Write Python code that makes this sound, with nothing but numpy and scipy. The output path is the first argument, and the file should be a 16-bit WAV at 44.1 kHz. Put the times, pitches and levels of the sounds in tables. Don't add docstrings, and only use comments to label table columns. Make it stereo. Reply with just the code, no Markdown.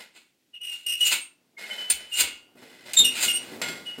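import sys
import numpy as np
from scipy import signal
from scipy.fft import rfft, irfft
from scipy.io import wavfile
from scipy.ndimage import uniform_filter1d

SR = 44100
rng = np.random.default_rng(int(sys.argv[2]) if len(sys.argv) > 2 else 0)


def file_out(sig):
    cols = np.atleast_2d(sig).T
    lim = np.clip(cols, -1, 1)
    pcm = np.round(lim * 32767).astype(np.int16)
    wavfile.write(sys.argv[1], SR, pcm)


N = 4 * SR

# (frequency [Hz], spectral level [dB])
SCRAPE_SPECTRUM = [(120, -33), (200, -11.5), (1250, -12), (2170, -2), (2420, -4.5), (4680, -10.5),
                   (5420, -13.5), (16000, -26)]
# (frequency [Hz], level [dB], t60 [s])
BAR_MODES = [(1423, -17.5, 0.72), (2143, -3, 0.51), (2640, -17, 0.24), (3357, -8.5, 0.52),
             (4200, -21.5, 0.4), (4620, -14.5, 0.72), (6050, -14.5, 0.49), (7587, -5.5, 0.31)]
# (frequency [Hz], spectral level [dB])
RUMBLE_SPECTRUM = [(30, -44), (90, -9), (260, 3), (600, -3), (4000, -25)]
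# (frequency [Hz], spectral level [dB])
CRUNCH_SPECTRUM = [(170, -42), (244, -19.5), (570, -29), (872, -21), (2000, -11.5), (2270, -4), (4770, -4),
                   (5420, -13.5), (6840, -1.5), (9020, -6), (10500, -12.5), (14100, -6.5)]


def amp(db):
    return 10 ** (np.asarray(db) / 20)


def unit(x):
    return x / np.sqrt(np.mean(x ** 2) + 1e-20)


def read(points, hz):
    table_hz, value = np.transpose(points)
    return np.interp(np.log(hz + 1), np.log(table_hz + 1), value)


def add(mix, start, sound):
    at = round(start * SR)
    sound = sound[max(-at, 0):]
    part = mix[max(at, 0):][:len(sound)]
    part += sound[:len(part)]


def colour(x, spectrum, tilt_db=0):
    hz = np.fft.rfftfreq(len(x), 1 / SR)
    gain = amp(read(spectrum, hz) + tilt_db * np.log2(1 + hz / 1000))
    return irfft(rfft(x) * gain, len(x))


def wobble(n, seconds):
    return unit(uniform_filter1d(rng.standard_normal(n), max(1, round(seconds * SR))))


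def resonate(x, hz, width_hz):
    pole_radius = np.exp(-np.pi * width_hz / SR)
    pole = pole_radius * np.exp(2j * np.pi * hz / SR)
    return 2 * signal.lfilter([1 - pole_radius], [1, -pole], x).real


def envelope(t, rise, length, t60):
    return np.minimum(t / rise, 1) ** 2 * amp(-60 * np.maximum(t - length, 0) / t60)


def grit(n, spectrum, tilt_db=0, slips_per_s=5000, spread_db=4.0):
    size = amp(spread_db * np.minimum(rng.exponential(1, n), 4))
    slips = size * np.sign(rng.standard_normal(n)) * (rng.random(n) < slips_per_s / SR)
    return unit(colour(slips, spectrum, tilt_db))


def scrapes(ring_db=8.5):
    # (start [s], length [s], level [dB])
    slides = [(-.02, 0.026, -44), (1.57, 0.26, -43), (1.828, 0.22, -49.5), (2.56, 0.37, -55.5),
              (2.847, 0.11, -44), (3.399, 0.16, -49), (3.621, 0.028, -34.5), (3.668, 0.036, -37.5),
              (3.739, 0.33, -51)]
    rub, t = np.zeros(N), np.arange(SR) / SR
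    for start, length, db in slides:
        waver_db = 1.5 * wobble(SR, seconds=0.02)
        shape = envelope(t, rise=0.016, length=length, t60=0.28) * amp(db + waver_db)
        add(rub, start, shape * grit(SR, SCRAPE_SPECTRUM))
    return rub + sum(amp(db + ring_db) * resonate(rub, hz, width_hz=5.1) for hz, db, _ in BAR_MODES)


def rumble(gain_db=-4, side_db=-13):
    # (time [s], relative level [dB])
    contour = [(0.108, -80), (2.5, -61), (3.7, -40), (3.951, -53.5)]
    mid = grit(N, RUMBLE_SPECTRUM)
    side = amp(side_db) * grit(N, RUMBLE_SPECTRUM)
    level = amp(gain_db + np.interp(np.arange(N) / SR, *np.transpose(contour)))
    return level * np.array([mid + side, mid - side])


def air(level_db=-68.5):
    # (frequency [Hz], spectral level [dB])
    spectrum = [(24, -37.5), (256, -10), (965, -32), (2630, -23), (16000, -33.5)]
    return amp(level_db) * np.array([unit(colour(rng.standard_normal(N), spectrum)) for _ in range(2)])


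def crunches():
    # (peak time [s], rise [s], t60 [s], level [dB], treble tilt [dB/octave])
    bursts = [(.16, 0.011, 0.31, -50, -8), (.725, 0.028, 0.56, -47.5, -3.5), (1.076, 0.032, 0.29, -25, 0),
              (1.12, 0.0066, 0.19, -19.5, -5), (1.9, 0.00076, 0.14, -19, -1),
              (2.208, 0.021, 0.098, -16.5, -1.5), (2.24, 0.046, 0.33, -32, -7.5),
              (2.934, 0.00036, 0.1, -26, -1), (3.18, 0.045, 0.76, -31, -6), (3.232, 0.017, 0.22, -20, -2)]
    out, t = np.zeros(N), np.arange(-SR // 4, SR // 2) / SR
    for peak, rise, t60, db, tilt_db in bursts:
        shape = np.exp(np.minimum(t, 0) / rise) * amp(db - 60 * np.maximum(t, 0) / t60)
        add(out, peak + t[0], shape * grit(len(t), CRUNCH_SPECTRUM, tilt_db))
    return out


def stick_slip(t, hz, roughness=1, sag_hz_per_s=405):
    sharpness = 0.02078 * np.exp(-t / 0.01132)
    jitter = roughness * 0.0276 * wobble(len(t), seconds=0.00051)
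    pitch_hz = hz * (1 + sharpness + jitter) - sag_hz_per_s * t
    return 2 * np.pi * np.cumsum(pitch_hz) / SR


def squeaks(tone_db=-1.5, lower_mode_db=-15.5, rasp_db=-20.5, break_s=0.058, smear_rad=0.23):
    # (start [s], length [s], pitch [Hz], level [dB], overtone gain [dB], t60 [s])
    chatters = [(0.528, 0.043, 2874, -40, -20, 0.056), (0.598, 0.055, 2874, -36, -11, 0.12),
                (0.633, 0.081, 2862, -31.5, -10.5, 0.4), (.853, 0.056, 2866, -25, -4.5, 0.43),
                (0.993, 0.094, 2900, -21.5, -11, 0.24), (2.11, 0.064, 2852, -28, -12.5, 0.48),
                (2.961, 0.043, 3678, -12.5, -9.5, 0.23), (3.031, 0.036, 2855, -19, -3, 0.27),
                (3.268, 0.045, 2850, -21, -7.5, 0.074), (3.333, 0.039, 2883, -27.5, -5, 0.11),
                (3.849, 0.015, 2885, -34, -13, 0.49)]
    harmonics = [-6, -9.5, -15, -10.5]
    out, t = np.zeros(N), np.arange(SR) / SR
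    for start, length, hz, db, overtone_db, t60 in chatters:
        slip_s = np.minimum(t, length)
        phase = stick_slip(slip_s, hz)
        lower_mode = np.sin(stick_slip(slip_s, 0.922 * hz, roughness=1.5))
        tone = np.sin(phase) + np.minimum(t / break_s, 1) * amp(lower_mode_db) * lower_mode
        overtones = sum(amp(harmonic_db) * np.sin(k * phase + smear_rad * wobble(SR, seconds=0.00051))
                        for k, harmonic_db in enumerate(harmonics, start=2))
        rasp = amp(rasp_db) * grit(SR, CRUNCH_SPECTRUM)
        flutter = np.exp(0.26 * wobble(SR, seconds=0.0059))
        grip = envelope(t, rise=0.014, length=length, t60=t60) * flutter
        edge = amp(overtone_db) * grip ** 2.08 * (overtones + rasp)
        add(out, start, amp(db) * (amp(tone_db) * grip * tone + edge))
    return out


def screeches():
    # (start [s], length [s], pitch [Hz], level [dB])
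    slips = [(1.04, 0.021, 7040, -23.5), (2.123, 0.081, 7080, -34.5), (2.958, 0.03, 7350, -18),
             (3.19, 0.048, 7010, -30)]
    out, t = np.zeros(N), np.arange(SR) / SR
    for start, length, hz, db in slips:
        shape = amp(db) * envelope(t, rise=0.014, length=length, t60=0.16)
        add(out, start, shape * np.sin(stick_slip(t, hz, roughness=1.2)))
    return out


def clinks(click_t60=0.061, thud_hz=59, thud_width_hz=70):
    # (time [s], click level [dB], ring level [dB], thud level [dB])
    impacts = [(1.119, -40.5, -52, -58), (1.9, -38.5, -46, -51), (2.208, -28, -38, -45.5),
               (2.968, -36.5, -57, -36), (3.23, -29, -29, -48), (3.616, -22, -28.5, -67),
               (3.685, -30, -38.5, -74)]
    out, t = np.zeros(N), np.arange(SR) / SR
    for start, click_db, ring_db, thud_db in impacts:
        click = unit(colour(rng.standard_normal(SR), SCRAPE_SPECTRUM))
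        click *= amp(click_db - 60 * t / click_t60)
        ring = sum(amp(ring_db + db - 60 * t / t60) * np.sin(2 * np.pi * (hz * t + rng.random()))
                   for hz, db, t60 in BAR_MODES)
        low_noise = resonate(rng.standard_normal(SR), thud_hz, thud_width_hz)
        thud = unit(resonate(low_noise, thud_hz, thud_width_hz))
        thud *= amp(thud_db) * envelope(t, rise=0.025, length=0.013, t60=0.17)
        add(out, start, click + ring + thud)
    return out


def squeals():
    # (start [s], swell [s], pitch [Hz], level [dB], t60 [s])
    rubs = [(1.565, 0.01, 2150, -38, 0.24), (1.622, 0.02, 2155, -32.5, 0.13),
            (1.688, 0.022, 2146, -33, 0.27), (1.695, 0.019, 3030, -28.5, 0.21),
            (1.774, 0.013, 3008, -30, 1.04), (1.19, 0.029, 8608, -34, 0.2), (3.3, 0.051, 8630, -21, 0.17)]
    out, t = np.zeros(N), np.arange(SR) / SR
    for start, swell, hz, db, t60 in rubs:
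        add(out, start, amp(db) * envelope(t, swell, swell, t60) * np.sin(2 * np.pi * hz * (t + start)))
    return out


def ping(start=1.9, hz=9010, hold_s=0.019, choke_t60=0.021, ring_t60=0.32, right_db=-21):
    out, t = np.zeros(N), np.arange(SR) / SR
    choked = amp(-12 - 60 * np.maximum(t - hold_s, 0) / choke_t60)
    lingering = amp(-24.5 - 60 * t / ring_t60)
    add(out, start, (choked + lingering) * np.sin(2 * np.pi * hz * t))
    return np.array([out, amp(right_db) * out])


def knocks():
    # (time [s], level [dB])
    bumps = [(2.544, -55), (2.61, -51), (2.849, -54), (2.991, -38.5), (3.234, -45), (3.51, -43),
             (3.67, -53), (3.972, -40)]
    # (frequency [Hz], gain [dB])
    table_modes = [(255, 12.5), (370, 12), (450, 10.5)]
    push, t = np.zeros(N), np.arange(SR) / SR
    shape = envelope(t, rise=0.013, length=0.013, t60=0.38)
    for start, db in bumps:
        add(push, start, amp(db) * shape * grit(SR, RUMBLE_SPECTRUM))
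    return push + sum(amp(db) * resonate(push, hz, width_hz=6.7) for hz, db in table_modes)


def jig_ring(friction):
    # (frequency [Hz], bandwidth [Hz], gain [dB])
    jig_modes = [(8612, 8.8, 8.5), (8933, 70, 11), (2214, 27, 7), (2366, 23, 0.5), (2676, 46, 8.5)]
    return sum(amp(db) * resonate(friction, hz, width_hz) for hz, width_hz, db in jig_modes)


def echoes(x, table_db=1.5, table_t60=0.034, room_db=-9, build_s=0.016):
    # (frequency [Hz], t60 [s])
    room_t60 = [(200, 0.47), (2500, 0.31), (8000, 0.25), (15000, 0.17)]
    hz, frame_s, spectra = signal.stft(rng.standard_normal(SR), SR, nperseg=256)
    decay = amp(-60 * frame_s / read(room_t60, hz)[:, None])
    t = np.arange(SR) / SR
    tail = signal.istft(spectra * decay, SR, nperseg=256)[1][:SR] * np.minimum(t / build_s, 1)
    early = rng.standard_normal(SR) * amp(-60 * t / table_t60)
    response = amp(room_db) * tail / np.linalg.norm(tail) + amp(table_db) * early / np.linalg.norm(early)
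    return signal.fftconvolve(x, response)[:N]


def scene(right_lag_s=0.00011):
    # (frequency [Hz], left minus right [dB])
    balance = [(300, -1.5), (1500, 0), (2800, -8.5), (4200, -1.5), (7300, -1), (9000, -0.5), (12000, 10.5),
               (14500, -0.5)]
    friction = squeaks() + screeches() + crunches()
    metal = friction + jig_ring(friction) + scrapes() + clinks()
    delayed = np.roll(metal, round(right_lag_s * SR))
    left = colour(metal + echoes(metal), [(hz, db / 2) for hz, db in balance])
    right = colour(delayed + echoes(metal), [(hz, -db / 2) for hz, db in balance])
    return np.array([left, right]) + air() + squeals() + ping() + knocks() + rumble()


def record(dry, cutoff_hz=15900):
    taps = signal.firwin(255, cutoff_hz, window=("kaiser", 9), fs=SR)
    return signal.oaconvolve(dry, taps[None], "same")


dry = scene()
out = record(dry)
file_out(out)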